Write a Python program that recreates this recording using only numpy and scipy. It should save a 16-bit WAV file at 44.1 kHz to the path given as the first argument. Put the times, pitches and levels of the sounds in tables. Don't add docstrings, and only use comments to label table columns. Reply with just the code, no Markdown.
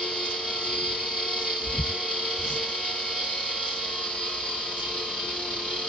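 import sys
import numpy as np
from scipy import signal
from scipy.fft import rfft, irfft, next_fast_len
from scipy.io import wavfile

SR = 44100
rng = np.random.default_rng(int(sys.argv[2]) if len(sys.argv) > 2 else 0)


def file_out(sig):
    cols = np.atleast_2d(sig).T
    lim = np.clip(cols, -1, 1)
    pcm = np.round(lim * 32767).astype(np.int16)
    wavfile.write(sys.argv[1], SR, pcm)


N = 259308
TIME = np.arange(N) / SR
PINION_TEETH, WHEEL_TEETH = 12, 30
TANGLE_S, TANGLE_HALF_S = 1.595, 0.036

# time_s, turns_per_s
MOTOR_SPEED = [(0.0, 89.38), (0.16, 89.7), (0.32, 89.52), (0.52, 91.04), (0.68, 89.46), (0.8, 89.26),
               (0.88, 90.29), (1.08, 90.07), (1.28, 90.71), (1.4, 90.0), (1.56, 89.69), (1.88, 90.64),
               (2.16, 90.22), (2.36, 91.07), (2.48, 90.68), (2.64, 91.2), (2.88, 91.26), (3.12, 90.58),
               (3.2, 91.35), (3.72, 90.79), (3.88, 91.13), (4.08, 88.59), (4.28, 89.12), (4.32, 89.7),
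               (4.4, 88.7), (4.52, 88.0), (4.64, 88.84), (4.84, 87.51), (4.88, 88.65), (5.0, 88.94),
               (5.08, 87.97), (5.12, 88.29), (5.2, 87.73), (5.28, 88.32), (5.36, 87.98), (5.44, 88.76),
               (5.48, 88.09), (5.6, 87.78), (5.8, 89.55), (5.88, 89.76)]
# pitch_hz, side_minus_mid_db
STEREO_WIDTH = [(60, -14.5), (200, -28), (500, -16), (1400, -13), (2500, -7.5), (3600, -6.5), (4500, -1.5),
                (5300, 0), (7500, 9.5)]
# pitch_hz, left_minus_right_db
STEREO_BALANCE = [(60, 0), (450, 1.5), (2200, 1.5), (4300, 1.2), (5000, -2), (7500, -3)]


def motor_speed(sway_turns_per_s=0.38, turns_per_roll=30, tangle_turns_per_s=1.0):
    speed, = in_time(MOTOR_SPEED)
    roller_turns = np.cumsum(speed) / SR / turns_per_roll
    sway = sway_turns_per_s * np.cos(2 * np.pi * (roller_turns - 0.187))
    return speed + sway - tangle_turns_per_s * swell(TANGLE_S, TANGLE_HALF_S)


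def hum_and_whine(turns, speed, wheel_angle, throb_depth):
    # time_s, tilt (0 upright, 1 tipped over)
    tilt_curve = [(0, 0.094), (3.1, 0.15), (3.85, 0.37), (4.15, 0.99), (5.88, 0.94)]
    # time_s, lower_tone_db, upper_tone_db
    hum_levels = [(0.0, -34.5, -39.5), (0.47, -43.5, -42), (0.91, -38, -38.5), (0.95, -45, -41.5),
                  (1.65, -44, -39.5), (2.67, -48, -37), (2.72, -45.5, -45), (3.21, -53, -45),
                  (3.37, -52.5, -61), (3.52, -58, -44.5), (4.1, -48.5, -43.5), (4.26, -43, -41.5),
                  (4.47, -53, -46), (4.68, -38.5, -41.5), (4.77, -46.5, -48), (5.01, -41.5, -36),
                  (5.14, -50, -48), (5.27, -38.5, -45), (5.75, -37.5, -42.5), (5.88, -50, -41)]
    main_cycles = (1, 8, 24, 34, 36, 42, 46, 48, 50, 54, 58)
    # upright_db, tipped_db, db_per_extra_turn_per_s,
    # throb_share, throb_lead_rad, bend_rad, bend_lead_rad
    main_tones = [(-60, -66, 0, 0, 0, 0, 0), (-50.7, -54.5, 1, 0, 0, 0, 0),
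                  (-43.5, -59, 2, 1.5, 2.8, .5, 1.7), (-46.3, -52.5, 2.5, 2.4, -.3, .7, -1.6),
                  (-39.8, -42.5, -1, 1.5, 0, .5, -.9), (-44.3, -45.5, -1, 1.1, .5, 1.3, -1.8),
                  (-45.5, -41.5, 2.5, 2.1, -.2, .8, -2.8), (-39.2, -46, -1.6, 1.9, -.1, 1.1, 0),
                  (-40.7, -44.8, -1, 1.4, 0, .6, 1.9), (-40, -42, -2.2, .9, .6, 1, -2.1),
                  (-44.3, -45.5, 0, 1.3, -.3, 1.5, 3)]
    # cycles_per_turn, upright_db, tipped_db
    lesser_tones = [(3.8, -58.0, -59.0), (5.2, -51.0, -52.0), (5.4, -58.5, -57.5), (6.0, -56.5, -57.5),
                    (7.0, -57.0, -56.5), (10.0, -57.0, -61.0), (11.0, -61.5, -60.5), (11.6, -65.0, -53.5),
                    (12.0, -52.5, -50.5), (12.4, -61.5, -56.0), (13.0, -59.0, -62.5), (14.0, -58.0, -51.0),
                    (14.4, -70.0, -60.0), (15.0, -50.0, -58.5), (16.0, -59.5, -58.5), (18.0, -65.5, -64.5),
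                    (18.4, -64.5, -66.5), (20.0, -60.5, -59.5), (22.0, -55.0, -56.5), (24.8, -57.5, -60.5),
                    (25.0, -55.0, -56.0), (26.0, -57.5, -60.5), (26.4, -56.0, -60.5), (28.0, -51.0, -52.5),
                    (28.8, -59.0, -62.5), (30.0, -56.5, -61.0), (31.6, -59.5, -64.0), (32.0, -57.0, -59.0),
                    (32.8, -62.0, -59.0), (37.0, -58.5, -55.5), (37.6, -58.5, -57.5), (38.0, -49.5, -49.5),
                    (39.2, -52.0, -61.0), (39.6, -53.0, -62.5), (40.0, -51.0, -58.0), (40.8, -56.5, -59.5),
                    (42.8, -56.5, -60.5), (44.0, -57.0, -57.5), (44.4, -57.0, -58.0), (51.0, -51.0, -54.5),
                    (51.6, -50.0, -54.5), (52.4, -56.0, -54.0), (52.8, -55.5, -53.0), (54.8, -49.0, -52.5),
                    (55.2, -50.0, -50.5), (56.4, -58.0, -57.0), (59.6, -59.5, -53.0), (60.0, -60.0, -55.0),
                    (60.4, -59.0, -53.0), (62.0, -60.5, -59.5), (64.0, -62.5, -62.0), (66.0, -56.0, -57.0)]
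    # time_s, cycles_per_turn, change_db, half_length_s
    tone_swells = [(.05, 48, -4, .08), (.2, 36, -2.5, .1), (.26, 54, -5, .04), (.48, 36, 1.5, .07),
                   (1.07, 36, -3, .07), (1.35, 58, 4, .06), (.35, 50, -2.5, .35), (.25, 48, -2, .06),
                   (1.72, 46, 5, .06), (3.98, 46, 4, .06), (.53, 8, 5, .07), (.5, 54, -3, .06),
                   (.8, 54, 6.5, .11), (1.2, 54, 3, .08), (1.25, 48, 3, .2), (1.35, 8, 5, .09),
                   (1.4, 24, 2, .5), (1.4, 50, 3, .06), (1.8, 54, 3.5, .1), (2, 8, 6, .07),
                   (2.25, 50, 3, .25), (2.35, 36, 2.5, .15), (2.35, 8, 4, .05), (2.39, 5, -8, .025),
                   (2.6, 5, 2, .07), (2.6, 34, 3.5, .4), (2.85, 42, 5, .05), (2.9, 8, 8, .05),
                   (3.03, 36, -6, .06), (3.08, 50, -4, .04), (3.08, 15, 4, .07), (3.21, 8, 7, .045),
                   (3.21, 36, 6, .04), (3.41, 36, -4, .06), (3.25, 50, 6, .045), (3.2, 26.4, 4, .2),
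                   (3.2, 24, 3, .25), (3.35, 46, 5.5, .15), (1.88, 36, 2, .12), (3.41, 48, 3, .07),
                   (3.45, 6, 9, .27), (3.45, 28, 3, .3), (3.4, 20, 3, .3), (3.98, 12, 7, .04),
                   (5.82, 48, 4, .04), (3.48, 50, 3, .08), (3.65, 54, 5, .06), (3.67, 36, 4, .08),
                   (3.85, 42, 4, .12), (3.98, 36, 5, .04), (4.05, 54, 7, .04), (4.13, 36, -7, .04),
                   (4.21, 54, 8, .05), (4.36, 54, 4, .04), (4.5, 54, 6, .07), (4.85, 36, 5, .05),
                   (5.2, 36, 3.5, .05), (5.43, 8, 9, .04), (5.52, 36, -4, .08), (5.62, 54, -3, .1),
                   (5.65, 46, 3, .2), (5.78, 36, 5, .08), (5.84, 8, 7, .04)]

    whine_from = 2 * PINION_TEETH
    tilt, = np.float32(in_time(tilt_curve))
    extra_speed = speed - blend(91.03, 88.66, tilt)
    main_waver = blend(0.13, 0.2, tilt)
    flutter_db = gear_flutter(turns)
    wheel_angle = np.float32(wheel_angle % (2 * np.pi))

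    tones = []   # cycles_per_turn, level_db, waver, throb, turns
    for cycles, level_db in zip((4, 5), in_time(hum_levels)):
        tones.append((cycles, level_db - 1 + flutter_db, 0.29, 1, turns))
    for cycles, row in zip(main_cycles, main_tones):
        upright_db, tipped_db, db_per_speed, throb_share, throb_lead, bend, bend_lead = row
        level_db = blend(upright_db, tipped_db, tilt) + db_per_speed * extra_speed - 0.31
        throb = 1 + throb_share * throb_depth * np.cos(wheel_angle + throb_lead)
        bend_turns = bend * throb_depth * np.sin(wheel_angle + bend_lead) / (2 * np.pi * cycles)
        tones.append((cycles, level_db, main_waver, throb, turns + bend_turns))
    lesser_throb = np.float32(1 + 0.15 * throb_depth * np.cos(wheel_angle))
    for cycles, upright_db, tipped_db in lesser_tones:
        level_db = blend(upright_db, tipped_db, tilt) - (0 if cycles < whine_from else 1.5)
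        tones.append((cycles, level_db, 0.55, lesser_throb, turns))

    hum, whine = np.zeros((2, 2, N), np.float32)
    for cycles, level_db, waver, throb, tone_turns in tones:
        ring_db = sum(db * swell(s, half_s) for s, which, db, half_s in tone_swells if which == cycles)
        waver = waver * from_db(-np.maximum(ring_db, 0))
        tone = shaft_tone(tone_turns, cycles, level_db + ring_db, waver)
        if cycles < whine_from:
            hum += tone
        else:
            whine += throb * tone
    tangle_dip = from_db(-3 * swell(TANGLE_S, TANGLE_HALF_S))
    return tangle_dip * hum, tangle_dip * whine


def shaft_tone(turns, cycles_per_turn, level_db, waver):
    pitch_hz = cycles_per_turn * np.mean(np.array(MOTOR_SPEED)[:, 1])
    cycles = cycles_per_turn * turns + rng.random()
    angle = np.float32(2 * np.pi * (cycles % 1))
    mid = (1 + waver * drift(5.9)) * np.cos(angle) + waver * drift(6) * np.sin(angle)
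    mid /= np.sqrt(1 + 2 * waver ** 2)
    width = float(from_db(at_hz(STEREO_WIDTH, pitch_hz)))
    balance = float(from_db(at_hz(STEREO_BALANCE, pitch_hz) / 2))
    side = width * int(rng.choice([-1, 1])) * np.sin(angle + 0.56 * drift(0.79))
    gain = np.float32(np.sqrt(2 / (1 + width ** 2)) * from_db(level_db))
    return gain * np.array([(mid + side) * balance, (mid - side) / balance])


def gear_flutter(turns):
    # time_s, depth (0 to 1)
    flutter_depths = [(0, .15), (.65, .25), (.9, .12), (1.3, .3), (1.8, .3), (2.07, .55), (2.17, .12),
                      (2.55, .2), (4.5, .25), (5.88, .18)]
    depth, = in_time(flutter_depths)
    return 20 * np.log10(1 + depth * np.cos(2 * np.pi * turns / 5 + drift(12)))


def gear_rattle(turns, throb):
    # time_s, level_db
    rattle_levels = [(0, -30.5), (.5, -31), (.9, -29.5), (1.3, -30), (2, -30), (2.55, -28), (2.9, -29),
                     (3.35, -30), (3.8, -29), (4.2, -31), (5.88, -30)]
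    # pitch_hz, level_db
    rattle_colour = [(900, -26.5), (1600, -12.5), (2100, -7), (2700, -5), (3200, 0.5), (3950, -3.5),
                     (4450, 4.5), (5000, -6.5), (5500, -19), (6100, -25.5), (6700, -26), (7500, -26),
                     (8200, -54)]
    # pitch_hz, width_hz, boost_db
    housing_rings = [(2360, 34, 5.5), (2400, 67, -11), (3520, 360, -1), (3680, 47, 7), (4360, 33, -0.5),
                     (4750, 380, -0.5), (4780, 330, 6.5), (5180, 80, 14.5), (6370, 30, 19)]
    teeth_passed = turns * PINION_TEETH
    tooth = np.arange(1, int(teeth_passed[-1]))
    force = 0.4 * tooth_wear(PINION_TEETH)[tooth % PINION_TEETH]
    force += 0.55 * tooth_wear(WHEEL_TEETH)[tooth % WHEEL_TEETH]
    force += rng.standard_normal(N)[tooth]
    position = np.interp(tooth, teeth_passed, np.arange(N))
    sample, part = position.astype(int), position % 1
    knocks = np.bincount(sample, force * (1 - part), N) + np.bincount(sample + 1, force * part, N)
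    knocks *= throb
    rattle = to_ears(echoes(knocks), echoes(knocks), rattle_colour, housing_rings)
    rattle_db, = in_time(rattle_levels)
    return from_db(rattle_db - 7.5) * rattle


def tooth_wear(teeth):
    ripples = np.exp(2j * np.pi * rng.random(teeth // 2))
    return unit_power(irfft(np.r_[0, ripples], teeth))


def dull_bumps():
    # start_s, peak_db, pitch_hz, rise_s
    bumps = [(0.869, -43, 95.4, 0.027), (1.66, -33, 66, 0.027), (1.774, -21.5, 70, 0.026),
             (1.764, -31.5, 208, 0.006), (1.785, -17, 99.5, 0.0072), (1.793, -20, 139, 0.0089),
             (1.885, -30.5, 90, 0.016), (2.385, -36.5, 83.5, 0.016), (2.488, -35, 148, 0.032)]
    sound = np.zeros(N)
    for start_s, peak_db, pitch_hz, rise_s in bumps:
        age = np.maximum(TIME - start_s, 0)
        shape = (age / rise_s * np.exp(1 - age / rise_s)) ** 2
        sound += from_db(peak_db) * shape * np.sin(2 * np.pi * pitch_hz * age)
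    return sound


def hair_crackle(clicks_per_s=4000):
    # time_s, level_db, half_length_s
    snags = [(0.262, -43, 0.0074), (0.313, -42.5, 0.012), (0.643, -50, 0.037), (1.426, -47, 0.037),
             (1.73, -54, 0.04), (2.51, -40.5, 0.04), (2.573, -44.5, 0.0079), (3.248, -47, 0.0099),
             (3.712, -46, 0.06), (4.808, -44, 0.029)]
    # pitch_hz, level_db
    crackle_colour = [(1200, -6), (3000, -26), (5500, 3.5), (6600, -8), (7400, -18), (8500, -34)]
    flurries = sum(from_db(db) * swell(s, half_s) for s, db, half_s in snags)
    clicks = (rng.random(N) < clicks_per_s / SR) * rng.standard_normal((2, N))
    return flurries * to_ears(*clicks, crackle_colour)


def roller_rush(rest_db=-43, rub_db=4):
    # pitch_hz, level_db
    rush_colour = [(120, -42.5), (220, 3), (300, -4.5), (440, 1.5), (600, -2), (850, -1), (1150, -1),
                   (1600, -11), (2500, -2), (4500, -8), (6000, -6), (8000, -44)]
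    level_db = rest_db + rub_db * swell(time_s=2.7, half_s=0.015)
    return from_db(level_db) * to_ears(*rng.standard_normal((2, N)), rush_colour)


def hand_rumble(rest_db=-55):
    # time_s, rise_db, half_length_s
    grip_shifts = [(.82, 8.5, 0.15), (1.778, 16.5, 0.11), (2.494, 12.5, 0.094), (5.502, 6, 0.63)]
    # pitch_hz, level_db
    rumble_colour = [(20, -59.5), (33, -29.5), (45, -7), (62, 5), (88, -6), (125, 2), (160, -3.5), (230, 2),
                     (320, -6.5), (600, -61)]
    level_db = rest_db + sum(db * swell(s, half_s) for s, db, half_s in grip_shifts)
    return from_db(level_db) * to_ears(*rng.standard_normal((2, N)), rumble_colour)


def echoes(sound, scatter_s=0.0033, room_fade_s=0.92, room_db=-6):
    t = TIME[:SR // 2]
    lead = SR // 200
    scatter = rng.standard_normal(len(t)) * np.exp(-t / scatter_s)
    tail = rng.standard_normal(len(t)) * from_db(-60 * t / room_fade_s)
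    scatter = irfft(np.exp(1j * np.angle(rfft(scatter))), len(t))
    response = unit_power(np.roll(scatter, lead)) + from_db(room_db) * unit_power(tail)
    return signal.fftconvolve(sound, response)[lead:lead + N]


def to_ears(mid, side, colour, rings=()):
    size = next_fast_len(N + SR // 4)
    hz = np.arange(size // 2 + 1) * SR / size
    ring_db = sum(db / (1 + (2 * (hz - pitch) / width) ** 2) for pitch, width, db in rings)
    gain = from_db(at_hz(colour, hz) + ring_db)
    mid = gain * rfft(unit_power(mid), size)
    side = gain * rfft(unit_power(side), size) * from_db(at_hz(STEREO_WIDTH, hz))
    balance = from_db(at_hz(STEREO_BALANCE, hz) / 2)
    ears = irfft([(mid + side) * balance, (mid - side) / balance], size)[:, :N]
    return ears / np.sqrt(np.mean(ears.mean(axis=0) ** 2))


def drift(rate_hz):
    step, warm_up = 100, 800
    memory = np.exp(-2 * np.pi * step * rate_hz / SR)
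    noise = rng.standard_normal(N // step + warm_up + 2)
    slow = unit_power(signal.lfilter([1], [1, -2 * memory, memory ** 2], noise)[warm_up:])
    return np.float32(np.interp(np.arange(N) / step, np.arange(len(slow)), slow))


def swell(time_s, half_s):
    return np.exp(-np.minimum(0.5 * np.float32((TIME - time_s) / half_s) ** 2, 20))


def blend(upright, tipped, tilt):
    return np.float32(upright) + tilt * np.float32(tipped - upright)


def in_time(rows):
    times, *columns = np.transpose(rows)
    return [np.interp(TIME, times, column) for column in columns]


def at_hz(rows, hz):
    pitches, values = np.transpose(rows)
    return np.interp(np.log(hz + 1e-3), np.log(pitches), values)


def from_db(db):
    return np.exp(np.float32(db) * np.float32(np.log(10) / 20))


def unit_power(sound):
    return sound / np.sqrt(np.mean(sound ** 2) + 1e-20)


def scene():
    # time_s, depth (0 to 1)
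    throb_depths = [(0, .14), (.28, .14), (.5, .32), (.8, .18), (1.1, .36), (2.5, .3), (2.85, .2),
                    (3.1, .15), (3.4, .3), (3.9, .22), (4.2, .14), (4.5, .3), (5.25, .27), (5.5, .43),
                    (5.88, .38)]
    # time_s, left_minus_right_db
    gearbox_aim = [(0, -0.5), (.45, 0), (.85, -0.5), (1.5, -1), (2.7, 0.5), (3.3, -2), (4.15, -0.5),
                   (4.6, -0.5), (5.55, 2.5), (5.88, 0)]
    throb_depth, = in_time(throb_depths)
    aim_db, = in_time(gearbox_aim)
    speed = motor_speed()
    turns = np.cumsum(speed) / SR + 0.0011 * drift(21)
    wheel_angle = 2 * np.pi * turns * PINION_TEETH / WHEEL_TEETH - np.pi / 2
    hum, whine = hum_and_whine(turns, speed, wheel_angle, throb_depth)
    rattle = gear_rattle(turns, throb=1 + 0.35 * throb_depth * np.cos(wheel_angle))
    unsteady_db = 0.89 * drift(14)
    gearbox = (whine + rattle) * from_db(unsteady_db + np.array([aim_db, -aim_db]) / 2)
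    return hum + gearbox + roller_rush() + hand_rumble() + dull_bumps() + hair_crackle()


def record(dry):
    return signal.sosfiltfilt(signal.butter(16, 8100, fs=SR, output="sos"), dry)


dry = scene()
out = record(dry)
file_out(out)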